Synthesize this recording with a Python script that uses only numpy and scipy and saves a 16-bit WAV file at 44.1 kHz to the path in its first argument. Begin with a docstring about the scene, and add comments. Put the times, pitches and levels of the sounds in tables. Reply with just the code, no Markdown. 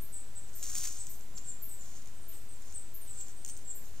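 """Thin, down-hooked chirps and very high bat-like sweeps scatter among the trunks of a forest at night.
A small animal rakes soil and dry leaves: one strong scrape, then light shuffles and twig ticks.
Each tiny fracture is an impulse that excites a damped resonance; the calls are gliding pure tones.
A closely spaced microphone pair hears the digging slightly from the left, over faint rumble and hiss."""
import sys
import numpy as np
from scipy import signal
from scipy.fft import rfft, irfft
from scipy.io import wavfile

SR = 44100
rng = np.random.default_rng(int(sys.argv[2]) if len(sys.argv) > 2 else 0)


def materialize(psi):
    """Save the field psi as 16-bit PCM at rate SR to the path in sys.argv[1].

    A 1-D psi becomes a single channel; in a 2-D psi each row is a channel.
    """
    bounded = np.clip(np.atleast_2d(psi).T, -1, 1)
    quanta = np.round(bounded * 32767).astype(np.int16)
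    wavfile.write(sys.argv[1], SR, quanta)


N = 176400
TIME = np.arange(N) / SR

# Levels are relative within each table.
# force of the strong scrape: t/s, level/dB
SCRAPE_FORCE = [(.53, -62.5), (.622, -53.5), (0.631, -42.5), (.66, -46.5), (.70, -46), (.762, -43),
                (.775, -40), (.805, -43.5), (.835, -41.5), (.847, -43), (.856, -42), (.872, -43),
                (.91, -49), (1.0, -51), (1.06, -60), (1.14, -58.5), (1.25, -83)]
# light shuffles of the paws: centre t/s, 1/e half-width/s, level/dB
SHUFFLES = [(0.492, 0.026, -65), (1.38, 0.0086, -50), (1.42, .04, -63), (1.49, 0.043, -63),
            (1.852, 0.057, -58.5), (1.964, .06, -56.5), (2.083, 0.014, -62), (2.356, 0.034, -66),
            (2.694, 0.082, -59), (3.19, 0.052, -58), (3.29, 0.033, -60), (3.492, 0.023, -55),
            (3.57, 0.075, -63), (3.864, 0.047, -62.5), (3.982, 0.043, -61.5)]
# crumbling litter, coloured by the recorder housing's resonance near 6.6 kHz: f/Hz, level/dB
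LITTER_AND_HOUSING = [(200, -23), (900, -23.5), (1500, -18), (3000, -18), (4200, -13), (5500, -5),
                      (6600, 4), (8000, -3), (10400, -15), (13500, -13), (15500, -26)]
# leaves torn by hard strokes: f/Hz, level/dB
TEARING_SPECTRUM = [(1000, -36), (2500, -19), (4500, -21), (7000, 10), (10000, 8), (15500, 0.5)]
# ground thudding under the paws: f/Hz, level/dB
THUD_SPECTRUM = [(20, -3), (55, 5.5), (90, -5), (160, -18), (400, -42), (1500, -51)]
# snapping twigs and leaf stalks: t/s, level/dB, f/Hz
SNAPS = [(.6285, -26, 6900), (.667, -31, 6500), (0.7524, -27, 7400), (0.7536, -20.5, 6800),
         (0.7757, -28, 7260), (0.8239, -32, 6460), (.841, -32, 6200), (.854, -23, 6240), (0.857, -35, 6070),
         (0.8903, -34, 7000), (0.923, -32.5, 7800), (0.9264, -32.5, 6430), (1.0694, -30, 6750),
         (1.21, -43, 6330), (1.3782, -37, 5100), (1.3816, -44, 5500), (2.059, -40.5, 6500),
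         (2.074, -38.5, 6800), (2.623, -39.5, 7600), (2.7252, -36.5, 6700), (3.212, -34, 6840),
         (3.284, -35.5, 7100), (3.4491, -24.5, 7000), (3.4623, -33, 6600), (3.48, -33, 6300),
         (3.4892, -30.5, 7900), (3.498, -29.5, 6440), (3.568, -38, 6750), (3.574, -34, 7800)]
# loosened soil falling back: centre t/s, 1/e half-width/s, level/dB
SOIL_FALLS = [(0.79, 0.0091, -63), (0.848, .035, -55), (2.33, 0.034, -65), (3.08, 0.028, -66)]
# patter of that soil: f/Hz, level/dB
SOIL_SPECTRUM = [(300, -14), (1300, -12), (2700, 6), (4500, -4.5), (7000, -0.5), (15000, -20)]
# chirps: onset t/s, duration/s, f/Hz, final drop/Hz, level/dB
CHIRPS = [(0.0, 0.017, 8550, 200, -51.5), (.118, 0.057, 8120, 900, -42), (0.352, 0.028, 8055, 1000, -43),
          (.527, 0.036, 8300, 500, -53), (0.979, 0.043, 8040, 790, -42), (1.095, 0.034, 8460, 200, -53),
          (1.204, 0.023, 7600, 300, -57.5), (1.348, 0.029, 7400, 493, -45.5),
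          (1.437, 0.036, 7750, 500, -52.5), (1.445, 0.05, 8500, 600, -50.5), (1.466, 0.045, 7535, 700, -42),
          (1.687, 0.018, 8310, 150, -44.5), (1.704, 0.031, 7890, 600, -45.5),
          (1.785, 0.031, 7260, 500, -50), (2.132, .05, 8170, 600, -61), (2.215, 0.021, 8670, 700, -53),
          (2.324, 0.039, 8340, 1310, -51), (2.481, 0.036, 8240, 600, -51.5), (2.525, 0.039, 7560, 300, -59),
          (2.734, 0.046, 8114, 710, -41), (3.009, 0.026, 8740, 400, -48.5), (3.062, 0.059, 8080, 930, -45),
          (3.148, 0.044, 8140, 500, -51), (3.167, 0.053, 7680, 990, -44.5), (3.27, 0.069, 8090, 600, -59.5),
          (3.354, 0.06, 8360, 410, -55), (3.453, 0.075, 8375, 600, -47), (3.642, 0.034, 7660, 600, -52),
          (3.67, 0.041, 7620, 710, -39.5), (3.729, 0.022, 8340, 100, -51)]
# high downward sweeps: onset t/s, level/dB
SWEEPS = [(0.012, -44), (.549, -43), (1.09, -43), (1.619, -38), (2.279, -43.5), (2.939, -41.5),
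          (3.748, -44)]
# night air and microphone hiss, with a faint wash of distant chirps near 7.5 kHz: f/Hz, level/dB
BACKGROUND_SPECTRUM = [(20, -3.5), (40, -2), (62, -4.5), (100, -9), (200, -14), (500, -20.5), (1000, -24),
                       (2000, -27.5), (4000, -30), (5500, -30.5), (7500, -25.5), (9500, -32), (12500, -32),
                       (15500, -35.5)]
# left-right likeness of that noise: f/Hz, correlation
BACKGROUND_CORRELATION = [(30, 0.35), (500, 0.21), (2000, 0.39), (5000, 0.26), (12000, 0.3)]
# lead of the left microphone port at leftward = 1: f/Hz, phase/rad
PORT_PHASE = [(500, -0.5), (4200, 0.18), (5300, 1.28), (6400, 1.67), (8400, 1.78), (10700, 3), (15000, 2)]
# converter bias, left and right rows: offset/full scale
DC_OFFSET = [
    [-.0347],
    [-.0291],
]

GRAINS_PER_S = 5000


def digging(bands=16, ring_cycles=5.3):
    """Superposed fracture impulses, sliding soil and a low thud all scale with the paws' force."""
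    times, levels = np.transpose(SCRAPE_FORCE)
    scrape = from_db(np.interp(TIME, times, levels)) * (TIME > times[0]) * (TIME < times[-1])
    force = scrape + swells(SHUFFLES)
    sizes = from_db(3 * np.minimum(rng.exponential(1, N), 3.2)) * rng.choice([-1, 1], N)
    clicks = sizes * (rng.random(N) < GRAINS_PER_S / SR)
    band = rng.integers(0, bands, N)
    grains = sum(np.sqrt(hz) * ring(clicks * (band == k), hz, ring_cycles / hz)
                 for k, hz in enumerate(np.geomspace(1000, 15000, bands)))
    sliding = from_db(-1) * colour(rng.standard_normal(N), LITTER_AND_HOUSING)
    litter = rms_one(colour(grains, LITTER_AND_HOUSING) + sliding)
    tear_gain = from_db(-2) * (force / force.max()) ** 0.58   # harder strokes are brighter
    tearing = tear_gain * colour(clicks * rng.choice([-1, 1], N), TEARING_SPECTRUM)
    thud = from_db(-13.5) * colour(rng.standard_normal(N), THUD_SPECTRUM)
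    clumping = rms_one(from_db(2 * drift(144)))
    return force * ((litter + tearing) * clumping + thud)


def twig_snaps(t60=0.0034):
    """Free vibration: after a brief bright crack, a twig rings down in two damped modes."""
    out, t = np.zeros(N), TIME[:SR // 20]
    impulse = 1.0 * (t == 0)
    for onset, db, hz in SNAPS:
        bright_noise = np.diff(rng.standard_normal(len(t) + 1))
        crack = from_db(-12.5) * bright_noise * np.exp(-t / 0.0004)
        modes = ring(impulse, hz, t60) + from_db(-21) * ring(impulse, hz * 0.47, t60)
        add(out, onset, from_db(db) * (modes + crack))
    return out


def falling_soil():
    """Shot noise: thrown crumbs land at random instants and merge into a duller patter."""
    crumbs = rng.standard_normal(N) * (rng.random(N) < GRAINS_PER_S / SR)
    return swells(SOIL_FALLS) * colour(crumbs, SOIL_SPECTRUM)


def chirps(waver_rms_hz=69, rise_share=0.27, fall_share=0.17):
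    """Frequency modulation: a thin whistle wavers about its pitch, then hooks downward as it fades."""
    out, waver = np.zeros(N), waver_rms_hz * drift(262)
    for onset, duration, hz, drop_hz, db in CHIRPS:
        progress = np.linspace(0, 1, int(duration * SR))
        pitch = hz - drop_hz * progress ** 5.52 + waver[int(onset * SR):][:len(progress)]
        envelope = np.clip(np.minimum(progress / rise_share, (1 - progress) / fall_share), 0, 1)
        add(out, onset, from_db(db) * np.sqrt(2) * envelope * tone(pitch))
    return out


def high_sweeps(top_hz=16140, floor_hz=10670, glide_s=0.0037, duration_s=0.013):
    """Exponential glide: a bat-like call dives from the edge of hearing and levels off."""
    out, t = np.zeros(N), TIME[:int(duration_s * SR)]
    pitch = floor_hz + (top_hz - floor_hz) * np.exp(-t / glide_s)
    envelope = np.minimum(t / 0.0021, 1) * (1 - t / duration_s) ** 1.17
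    for onset, db in SWEEPS:
        add(out, onset, from_db(db) * envelope * tone(pitch))
    return out


def forest(x, leftward, direct_db, near_db, near_s, far_db, far_t60):
    """Scattering: echoes from ground and near trunks follow the direct sound, then a diffuse tail."""
    t = TIME[:SR]
    near = rng.standard_normal((2, SR)) * np.exp(-(t / near_s) ** 2) * np.minimum(t / (near_s * 0.11), 1)
    far = rng.standard_normal((2, SR)) * from_db(-60 * t / far_t60) * (1 - np.exp(-t / near_s))
    echoes = (from_db(near_db) * rms_one(near) + from_db(far_db) * rms_one(far)) / np.sqrt(SR)
    reverberation = signal.fftconvolve(x[None], echoes, axes=1)[:, :N]
    right = irfft(rfft(x) * np.exp(-1j * leftward * per_bin(PORT_PHASE)), N)
    return from_db(direct_db) * np.array([x, right]) + reverberation


def night_background():
    """Partial coherence: the microphones share some of the rumble, hiss and wash of distant chirps."""
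    mid, side = rfft(rng.standard_normal((2, N)))
    correlation = per_bin(BACKGROUND_CORRELATION)
    pair = irfft(np.sqrt(1 + correlation) * mid + np.sqrt(1 - correlation) * side * [[1], [-1]], N)
    balance = from_db([[-0.7], [0.7]])
    return from_db(-52.5) * colour(pair, BACKGROUND_SPECTRUM) * balance


def ring(x, hz, t60):
    """Damped resonator: a unit impulse rings with an amplitude of about 1."""
    r, w = from_db(-60 / (t60 * SR)), 2 * np.pi * hz / SR
    return signal.lfilter([.5, 0, -.5], [1, -2 * r * np.cos(w), r * r], x + 1e-18)


def tone(hz):
    """Phase is the time integral of frequency."""
    return np.sin(2 * np.pi * np.cumsum(hz) / SR)


def swells(rows):
    """A sum of Gaussian envelopes."""
    return sum(from_db(db) * np.exp(-((TIME - centre) / half) ** 2) for centre, half, db in rows)


def drift(corner_hz):
    """Low-pass noise: a smooth random fluctuation of unit rms."""
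    r = np.exp(-2 * np.pi * corner_hz / SR)
    return rms_one(signal.lfilter([1], [1, -2 * r, r * r], rng.standard_normal(N + SR))[SR:])


def colour(x, spectrum):
    """Zero-phase filtering, scaled to unit rms."""
    return rms_one(irfft(rfft(x) * from_db(per_bin(spectrum)), N))


def per_bin(points):
    """Log-frequency interpolation of a table at every spectral bin."""
    hz, value = np.transpose(points)
    return np.interp(np.log(np.fft.rfftfreq(N, 1 / SR) + 1), np.log(hz), value)


def from_db(db):
    """Level to amplitude ratio."""
    return 10 ** (np.asarray(db) / 20)


def rms_one(x):
    """Normalisation to unit rms."""
    return x / np.sqrt(np.mean(x ** 2) + 1e-20)


def add(out, onset, sound):
    """Superposition of a delayed sound."""
    i = int(onset * SR)
    out[i:i + len(sound)] += sound[:N - i]


def scene():
    """The direct-to-reverberant ratio conveys distance: digging and twigs close, callers farther off."""
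    ground = forest(digging() + falling_soil(), leftward=0.89, direct_db=1.5,
                    near_db=-8.5, near_s=0.017, far_db=-15, far_t60=0.92)
    twigs = forest(twig_snaps(), leftward=0.54, direct_db=1.5,
                   near_db=-6.5, near_s=0.013, far_db=-14, far_t60=0.5)
    whistles = forest(chirps(), leftward=0.6, direct_db=-4.5,
                      near_db=-1.5, near_s=0.041, far_db=-6, far_t60=0.4)
    high_calls = forest(high_sweeps(), leftward=0.5, direct_db=-4,
                        near_db=9.5, near_s=0.042, far_db=6.5, far_t60=0.39)
    return ground + twigs + whistles + high_calls + night_background()


def record(dry, cutoff_hz=15600):
    """Band limiting: a steep low-pass cuts the top; the converter adds a constant offset."""
    lowpass = signal.ellip(10, 0.2, 70, cutoff_hz, fs=SR, output="sos")
    return signal.sosfilt(lowpass, dry) + DC_OFFSET


dry = scene()
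out = record(dry)
materialize(out)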